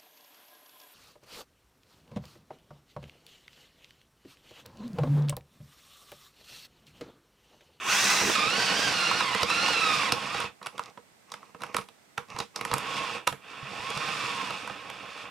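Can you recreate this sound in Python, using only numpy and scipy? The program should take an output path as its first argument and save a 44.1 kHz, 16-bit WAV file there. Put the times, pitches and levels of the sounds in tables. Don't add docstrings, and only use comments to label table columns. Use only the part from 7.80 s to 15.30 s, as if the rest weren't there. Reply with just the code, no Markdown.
import sys
import numpy as np
from scipy import signal
from scipy.fft import rfft, irfft
from scipy.io import wavfile

SR = 44100
rng = np.random.default_rng(int(sys.argv[2]) if len(sys.argv) > 2 else 0)


def master(y):
    cut = np.clip(np.atleast_2d(y).T, -1, 1)
    pcm = np.round(cut * 32767)
    wavfile.write(sys.argv[1], SR, pcm.astype(np.int16))


N = 330750
TIME = np.arange(N) / SR

# time in seconds, gear mesh in Hz, load in dB.
HARD_PULLS = [
    [(0.0, 601.3, 1.5), (0.05, 803.6, 6), (0.114, 1460, 5.5), (0.19, 1845, 1), (0.32, 2022, 0),
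     (0.44, 2023, -4), (0.535, 1750, -1.5), (0.55, 1282, 6)],
    [(0.55, 1272, 9.5), (0.57, 1215, 4), (0.64, 1201, 5), (0.73, 1419, 0.5), (0.81, 1572, 0.5),
     (0.915, 1473, 1.5), (1.014, 1646, -1), (1.2, 1390, 1.5), (1.3, 1395, 1.5), (1.388, 1449, 0.5),
     (1.452, 1101, 2.5), (1.54, 961.5, 6.5), (1.58, 1097, 3), (1.632, 1001, 7)],
    [(1.632, 992, -7), (1.7, 1337, 2), (1.784, 1381, 1), (1.888, 1451, 1.5), (1.97, 1353, 1.5),
     (2.15, 1217, 5), (2.26, 1126, 5), (2.31, 830, 5)],
]
# time in seconds, gear mesh in Hz, load in dB.
LIGHT_PULLS = [
    [(2.36, 1118, -4.5), (2.418, 1066, -0.5), (2.49, 1143, -2.5), (2.57, 1311, -3), (2.614, 1111, 0),
     (2.67, 961, -5), (2.71, 291.6, -4), (2.76, 30.1, -9)],
    [(4.84, 29.7, 14), (4.91, 761, -3), (5.03, 905, -1), (5.08, 1086, -4), (5.17, 1116, 1.5),
     (5.254, 1043, -1), (5.36, 815, 3.5), (5.42, 332, 3.5), (5.46, 173, 5)],
    [(5.61, 130, 11), (5.7, 444.5, 4.5), (5.82, 568.4, 1), (6.05, 1054, -3), (6.2, 1222, -3),
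     (6.32, 1218, -1.5), (6.464, 1128, -0.5), (6.612, 1066, -1), (6.7, 960.5, -0.5), (6.8, 763.5, 1.5),
     (6.98, 536, 2.5), (7.28, 528, 3), (7.42, 619, 3), (7.5, 500, -2.5)],
]
# start in seconds, strength in dB, brightness in dB per octave,
# clack in Hz, extra ring in dB.
SNAGS = [(0.4133, -23.5, -3.5, 4063, -2), (0.4974, -18.5, 0, 1940, -6), (1.3122, -29, 2, 2620, 13.5),
         (1.4059, -29, 2.5, 2586, 14), (1.5481, -19, 0.5, 2048, -6), (1.6307, -13.5, -0.5, 3860, -6),
         (1.701, -24.5, 2.5, 2580, 7.5), (1.8831, -26.5, 1.5, 2670, 7.5), (2.2314, -28, -0.5, 2380, 4),
         (2.3212, -11.5, 0.5, 3670, -7), (2.545, -25, -2.5, 2581, -5), (2.6021, -28, 4.5, 2424, 4.5),
         (2.641, -30.5, -4.5, 2450, -4), (2.8143, -47, -7.5, 1900, 5), (2.828, -39, 2, 3270, 1),
         (2.8602, -33.5, 3.5, 2490, 8.5), (2.8674, -27.5, 3, 2590, -1), (2.9796, -32, 1.5, 2770, -2),
         (2.9933, -29, 1, 1940, 8), (3.1744, -40.5, -4.5, 2680, -1.5), (3.5184, -34, 3, 4460, 2.5),
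         (3.539, -33.5, 2, 2700, 3), (3.6281, -50, -3, 2550, 8), (3.747, -40.5, -5.5, 1900, -4),
         (3.8062, -47, 4, 2450, 9), (3.819, -32.5, 1.5, 2620, -2), (3.8348, -28, 1, 2070, 3),
         (3.8645, -40, 1, 2530, -4), (3.9445, -19.5, 0, 2140, -4), (3.9658, -25, 6.5, 2590, 9.5),
         (3.9836, -28, -3.5, 2430, 1), (4.0865, -41, 1.5, 2820, -6), (4.3778, -22, 0, 2236, 0.5),
         (4.563, -33.5, -1, 2500, 3), (4.587, -25, 1, 4780, -3), (4.6015, -20.5, 0, 2960, -5),
         (4.76, -26, 3, 4000, -1.5), (4.811, -22, 0.5, 2520, -5), (4.8502, -24.5, 3.5, 1990, 1.5),
         (4.914, -23.5, -1.5, 2870, -1), (4.931, -29, -6, 2560, 5), (4.9382, -22, 6.5, 2020, 9),
         (4.9815, -36.5, 9.5, 2520, 11), (5.4705, -22, -1, 2478, -6), (5.474, -15, 3.5, 2680, 2.5),
         (5.5257, -27.5, -1.5, 1946, -9), (6.1024, -33.5, 5, 2729, -12), (6.1741, -28, 1.5, 3739, 1),
         (6.7057, -28.5, 0.5, 2678, 0), (6.8752, -40.5, 5.5, 2622, 15.5), (6.8977, -33, -4, 2710, 1.5),
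         (7.0996, -31.5, 2, 2468, -3)]
# band edge over centre
# (a ratio, at least 1.05 in use), t60 in seconds, tail t60 in seconds, tail in dB, level in dB.
SNAG_PARTS = [(1.42, 0.0086, 0.2, -15, -14), (1.26, 0.018, 0.21, -15, -10), (1.64, 0.035, 0.14, -23, -17),
              (1.04, 0.064, 0.075, -18, -23), (1.21, 0.0069, 0.12, -22, -26),
              (1.3, 0.0046, 0.063, -35, -27), (1.71, 0.075, .22, -15, -22)]
# frequency in Hz, relative density in dB per Hz.
GEARS_SLOW = [(410, -41), (700, -15.5), (967, -12), (1090, 1), (1230, -5), (1410, -4.5), (1630, -10),
              (1790, -6.5), (2150, -11.5), (2290, -4.5), (2630, -1), (3070, -10.5), (3630, -8.5),
              (4040, -30), (4400, -19), (5720, -40), (9680, -120)]
GEARS_FAST = [(410, -25), (700, -5.5), (930, -8.5), (1180, 0), (1300, -8.5), (1380, -1.5), (1730, -3.5),
              (2240, -4.5), (2630, -1), (3020, -10.5), (4400, -11), (5720, -7), (9680, -120)]
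# frequency in Hz, relative density in dB per Hz.
CAN_BODY = [(18, -53), (30, -25), (76, -14), (118, -1), (156, -5), (198, 2), (252, -2.5), (319, -2),
            (357, -7), (411, -4.5), (459, 4.5), (574, -4), (689, 0.5), (793, -0.5), (850, 0.5), (1100, -12),
            (1870, -120)]
# frequency in Hz, relative density in dB per Hz.
SCRAPE_LOADED = [(2240, -11), (3800, 2.5), (3920, -1), (4130, 0.5), (4610, -0.5), (4980, 0.5), (5390, 0),
                 (5930, -5.5), (6930, -7), (9090, -11.5), (13600, -29), (14800, -22.5), (16000, -58)]
SCRAPE_FREE = [(2240, -11), (3800, -9), (3940, -10), (4260, -13.5), (5230, -7), (6220, -2.5), (7060, -9.5),
               (7870, -10), (10900, -19.5), (11700, -21), (12700, -25), (15200, -22), (16000, -29)]
# frequency in Hz, relative density in dB per Hz.
RIM = [(300, -51), (850, -9), (1140, 9.5), (1500, -15), (2000, -5.5), (2650, -1.5), (3600, -29.5),
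       (6000, -13)]
# frequency in Hz, relative density in dB per Hz.
ROOM_TONE = [(15, -43), (25, -17), (200, 3.5), (363, -1.5), (489, -2), (575, 0.5), (863, -2), (1650, -5),
             (2000, -3.5), (2760, -8.5), (6740, -12.5), (8360, -10.5), (11300, -21.5), (13600, -17),
             (16000, -29)]
# frequency in Hz, relative density in dB per Hz.
HUM = [(160, -7), (200, 2.5), (240, -5), (290, -12), (370, -1), (430, -4)]
# time in seconds, level in dB.
HUM_LEVEL = [(0, -56), (.05, -49.5), (.22, -47), (.39, -43.5), (.43, -35.5), (.5, -30.5), (.56, -99)]
# offset in motor turns, then dB at mesh
SIDEBANDS = [(-2, -35, -8.5, -28, -21), (-1, -3.5, 0, -0.5, -10), (0, 5, 6.5, 9.5, -13),
             (1, -39, -9.5, -54, 11)]
# frequency in Hz, gain in dB.
HOUSING = [(500, -19.5), (800, -11), (1100, 0), (1380, -2.5), (1600, -7.5), (2100, -3.5), (2600, 1),
           (3050, -5), (3600, -2.5), (4400, -0.5), (6000, -8), (8000, -23)]
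# start in seconds, length in seconds,
# relative level in dB.
NUDGES = [(2.813, 0.066, -48.5), (2.917, 0.21, -52.5), (3.469, 0.26, -59.5), (3.784, 0.14, -49),
          (3.911, 0.14, -48.5), (4.477, 0.19, -45.5), (4.738, 0.28, -47)]
# start in seconds, relative level in dB.
BUMPS = [(0.41, -49), (0.45, -30), (0.487, -43), (0.669, -30), (4.545, -35), (4.92, -26), (4.939, -23),
         (5.518, -33.5), (5.829, -31.5), (5.999, -38), (6.167, -30)]
# frequency in Hz, left minus right in dB.
BALANCE_DB = [(60, -3), (110, -5.5), (200, -5.5), (380, -8), (700, -6.5), (1290, -5.0), (2380, -5.5),
              (4400, -2), (8120, -2), (15000, -1)]
# frequency in Hz, t60 in seconds.
ROOM_T60 = [(150, 0.25), (1200, 0.11), (5000, 0.17), (14000, 0.27)]
# dB at cruising speed with no extra load, dB per octave of
# speed, dB per dB of load.
RATTLE_LAW = (-35.5, 10.46, 0.69)
RUMBLE_LAW = (-43.5, 9.2, 0.6)
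SCRAPE_LAW = (-42.5, 15.6, 1.05)
WHINE_LAW = (-43.5, 9.5, 0.86)
SHAFT_LAW = (-54, 19.6, 0.16)

MESH_TEETH, CRUISE_MESH_HZ = 8, 1100
HARD_MESH_DB, LIGHT_MESH_DB = (4.5, 0.5, -5.5, -12.5), (1, -11.5, -12)
SHAFT_DB = (-2.5, -7)
RING_HZ, THUMP_HZ, BODY_HZ, PING_HZ, CRACK_HZ, TABLE_HZ = 1127, 638, 469.6, 5040, 8500, 145
PIVOT_HZ = 1700
NUDGE_RAMP_S, NUDGE_RUMBLE_DB, NUDGE_SCRAPE_DB = 0.033, -4, -15
CUT_S, CUT_RAMP_S = 0.561, 0.025
FREE_RUMBLE_DB, FREE_SHAFT_DB, FREE_WHINE_DB = 7, 17, 5.5
ROOM_TONE_DB, EDGE_HZ = -60.5, 16100


def amp(db):
    return 10 ** (np.asarray(db) / 20)


def unit(x):
    return x / np.sqrt(np.mean(x ** 2) + 1e-20)


def read(points, hz):
    f, value = np.transpose(points)
    return np.interp(np.log(hz + 1), np.log(f + 1), value)


def curves(rows):
    s, *columns = np.transpose(rows)
    return [np.interp(TIME, s, c) for c in columns]


def colour(x, spectrum):
    hz = np.fft.rfftfreq(N, 1 / SR)
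    low_hz, high_hz = spectrum[0][0], spectrum[-1][0]
    skirts = 1 / np.sqrt((1 + (low_hz / (hz + 1)) ** 16) * (1 + (hz / high_hz) ** 24))
    return unit(irfft(rfft(x) * amp(read(spectrum, hz)) * skirts, N))


def wander(rate_hz):
    hz = np.fft.rfftfreq(N, 1 / SR)
    return unit(irfft(rfft(rng.standard_normal(N)) / (1 + (hz / rate_hz) ** 2), N))


def grains(per_s, spread_db):
    size = amp(spread_db * np.minimum(rng.exponential(1, N), 4))
    return unit(size * rng.choice([-1, 1], N) * (rng.random(N) < per_s / SR))


def add(mix, s, sound):
    part = mix[max(round(s * SR), 0):][:len(sound)]
    part += sound[:len(part)]


def drive_db(law, mesh_hz, load_db):
    cruise_db, per_octave_db, per_load = law
    return cruise_db + per_octave_db * np.log2(mesh_hz / CRUISE_MESH_HZ) + per_load * load_db


def whine(rows, turns, mesh_hz, level_db, harmonics_db, flutter=0.45):
    start, end = rows[0][0], rows[-1][0]
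    running = (TIME > start) & (TIME < end)
    t, angle, out = TIME[running], 2 * np.pi * turns[running], np.zeros(N)
    knots_s = np.arange(0, 8, 1 / 150)
    fade = signal.windows.tukey(len(t), 0.013 / (end - start))
    for k, harmonic_db in enumerate(harmonics_db):
        radiated_db = read(HOUSING, (k + 1) * mesh_hz[running])
        level = fade * amp(level_db[running] + harmonic_db + radiated_db)
        rough = 1.5 if k == 1 else 1
        for offset, *side_db in SIDEBANDS:
            drift = rng.standard_normal(len(knots_s)) + 1j * rng.standard_normal(len(knots_s))
            shake = np.interp(t, knots_s, drift)
            order = (k + 1) * MESH_TEETH + round(offset)
            tone = np.exp(1j * (order * angle + 2 * np.pi * rng.random()))
            out[running] += level * amp(side_db[k]) * (tone * (1 + rough * flutter * shake)).real
    return out


def gears(turns, mesh_hz, level_db, throb=0.085, hiss=0.7, uneven_db=0.84, repeat=0.24, count=64):
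    wear = np.interp(turns, np.arange(count) / count, unit(rng.standard_normal(count)), period=1)
    knocks = grains(3500, 2.3) + hiss * rng.standard_normal(N) + repeat * wear * (1 + 0.5 * wander(11))
    knocks = knocks * (1 + throb * np.cos(2 * np.pi * turns))
    fast = np.clip((mesh_hz - 1100) / 550, 0, 1)
    rattle = (1 - fast) * colour(knocks, GEARS_SLOW) + fast * colour(knocks, GEARS_FAST)
    return rattle * amp(level_db + uneven_db * wander(31))


def shaft(turns, level_db, waver=0.74):
    shake = np.zeros(N)
    for k, db in enumerate(SHAFT_DB):
        shake += amp(db) * np.sin(2 * np.pi * (k + 1) * turns) * (1 + waver * wander(16))
    return amp(level_db) * shake


def hum():
    return colour(rng.standard_normal(N), HUM) * amp(curves(HUM_LEVEL)[0])


def rumble(level, lumps_db=2.5):
    drag = grains(900, 4.3) + 0.94 * rng.standard_normal(N)
    return colour(drag, CAN_BODY) * level * amp(lumps_db * wander(24))


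def scrape(turns, mesh_hz, spinning_free, level, throb=0.07, hiss=1.1):
    chips = (grains(2500, 1.2) + hiss * rng.standard_normal(N)) * (1 + throb * np.cos(2 * np.pi * turns))
    free = np.maximum(spinning_free, np.clip((mesh_hz - 1450) / 450, 0, 1))
    fizz = (1 - free) * colour(chips, SCRAPE_LOADED) + free * colour(chips, SCRAPE_FREE)
    return fizz * level * amp(0.94 * wander(53))


def room(x):
    taps = rng.choice([-1., 1.], (2, SR // 3)) * (rng.random((2, SR // 3)) < 4000 / SR)
    taps[:, :SR // 800] = 0
    hz, t, z = signal.stft(taps, SR, nperseg=256)
    decay = amp(-60 * t / read(ROOM_T60, hz)[:, None])
    tail = signal.istft(z * decay, SR, nperseg=256)[1]
    tail = tail / np.linalg.norm(tail, axis=1, keepdims=True)
    return signal.fftconvolve(x[None], tail, axes=1)[:, :N]


def background():
    shared = rng.standard_normal(N)
    sides = [colour(shared + 5.0 * rng.standard_normal(N), ROOM_TONE) for _ in range(2)]
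    return amp(ROOM_TONE_DB) * np.array(sides)


def bumps(hz=128, t60=0.11, trim_db=-4):
    t, out = np.arange(SR // 4) / SR, np.zeros(N)
    for s, db in BUMPS:
        note = np.sin(2 * np.pi * hz * rng.uniform(0.82, 1.17) * t)
        add(out, s, amp(db + trim_db - 60 * t / t60) * (1 - np.exp(-t / 0.001)) * note)
    return out


def snags(strain_db=-10, strain_s=0.0017, hold_s=0.0027):
    t, out = np.arange(-SR // 50, SR // 5) / SR, np.zeros(N)
    age = np.maximum(t - hold_s, 0)
    strain = amp(strain_db) * np.exp(-abs(t) / strain_s)
    for s, strength_db, bright_db, clack_hz, ring_db in SNAGS:
        centres_hz = clack_hz, RING_HZ, THUMP_HZ, BODY_HZ, PING_HZ, CRACK_HZ, TABLE_HZ
        for hz, part in zip(centres_hz, SNAG_PARTS):
            spread, t60, tail_t60, tail_db, part_db = part
            decay = amp(-60 * age / t60) + amp(tail_db - 60 * age / tail_t60)
            envelope = np.where(t < 0, strain, decay)
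            spread = np.clip(spread, 1.05, 2.3)
            band = signal.butter(2, [hz / spread, hz * spread], "band", fs=SR, output="sos")
            burst = signal.sosfilt(band, envelope * rng.choice([-1, 1], len(t)))
            burst = burst / np.sqrt(np.sum(burst ** 2) / (0.016 * SR))
            tilt_db = bright_db * np.log2(max(hz, BODY_HZ) / PIVOT_HZ)
            level = amp(strength_db + part_db + tilt_db + ring_db * (hz == RING_HZ))
            add(out, s + t[0], level * burst)
    return out


def nudges():
    push = np.zeros(N)
    for s, length_s, db in NUDGES:
        push += amp(db) * np.clip(np.minimum(TIME - s, s + length_s - TIME) / NUDGE_RAMP_S, 0, 1)
    return push


def rim(push):
    return push * colour(grains(1500, 0.63), RIM) * amp(2 * wander(34))


def ticks(push, level_db=-9, per_s=70):
    return push * amp(level_db) * colour(grains(per_s, 9), SCRAPE_LOADED)


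def scene():
    mesh_hz, load_db = curves([row for run in [*HARD_PULLS, *LIGHT_PULLS] for row in run])
    judder = 1 + .009 * wander(70)
    turns = np.cumsum(mesh_hz * judder) / MESH_TEETH / SR
    rattle_db, rumble_db, scrape_db, whine_db, shaft_db = (
        drive_db(law, mesh_hz, load_db) for law in (RATTLE_LAW, RUMBLE_LAW, SCRAPE_LAW, WHINE_LAW, SHAFT_LAW))
    spinning_free, push = np.clip((CUT_S - TIME) / CUT_RAMP_S, 0, 1), nudges()

    whine_db = whine_db - FREE_WHINE_DB * spinning_free + 1.3 * wander(18.85)
    drill = gears(turns, mesh_hz, rattle_db) + shaft(turns, shaft_db - FREE_SHAFT_DB * spinning_free) + hum()
    drill += sum(whine(run, turns, mesh_hz, whine_db, HARD_MESH_DB) for run in HARD_PULLS)
    drill += sum(whine(run, turns, mesh_hz, whine_db, LIGHT_MESH_DB) for run in LIGHT_PULLS)

    dragging = amp(rumble_db - FREE_RUMBLE_DB * spinning_free) + push * amp(NUDGE_RUMBLE_DB)
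    can = rumble(dragging) + bumps() + rim(push)
    cutting = amp(scrape_db) + push * amp(NUDGE_SCRAPE_DB)
    teeth = scrape(turns, mesh_hz, spinning_free, cutting) + ticks(push)
    hits = snags()
    scatter = amp(-6.5) * scrape(turns, mesh_hz, spinning_free, cutting)
    sides = np.array([scatter, -scatter])

    wet = room(amp(-5.5) * drill + amp(-10) * can + amp(-9.5) * teeth + amp(-7.0) * hits)
    return drill + can + teeth + hits + sides + wet + background()


def record(dry):
    lean_db = read(BALANCE_DB, np.fft.rfftfreq(N, 1 / SR))
    ports = amp(np.array([lean_db, -lean_db]) / 2)
    leaning = irfft(rfft(dry) * ports / ports.mean(0), N)
    beside = np.interp(TIME, [.4, .55], [.55, 1])
    heard = (1 - beside) * dry + beside * leaning
    low_pass = signal.firwin(511, EDGE_HZ, window=("kaiser", 9), fs=SR)
    return signal.oaconvolve(heard, low_pass[None], "same")


dry = scene()
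out = record(dry)
master(out)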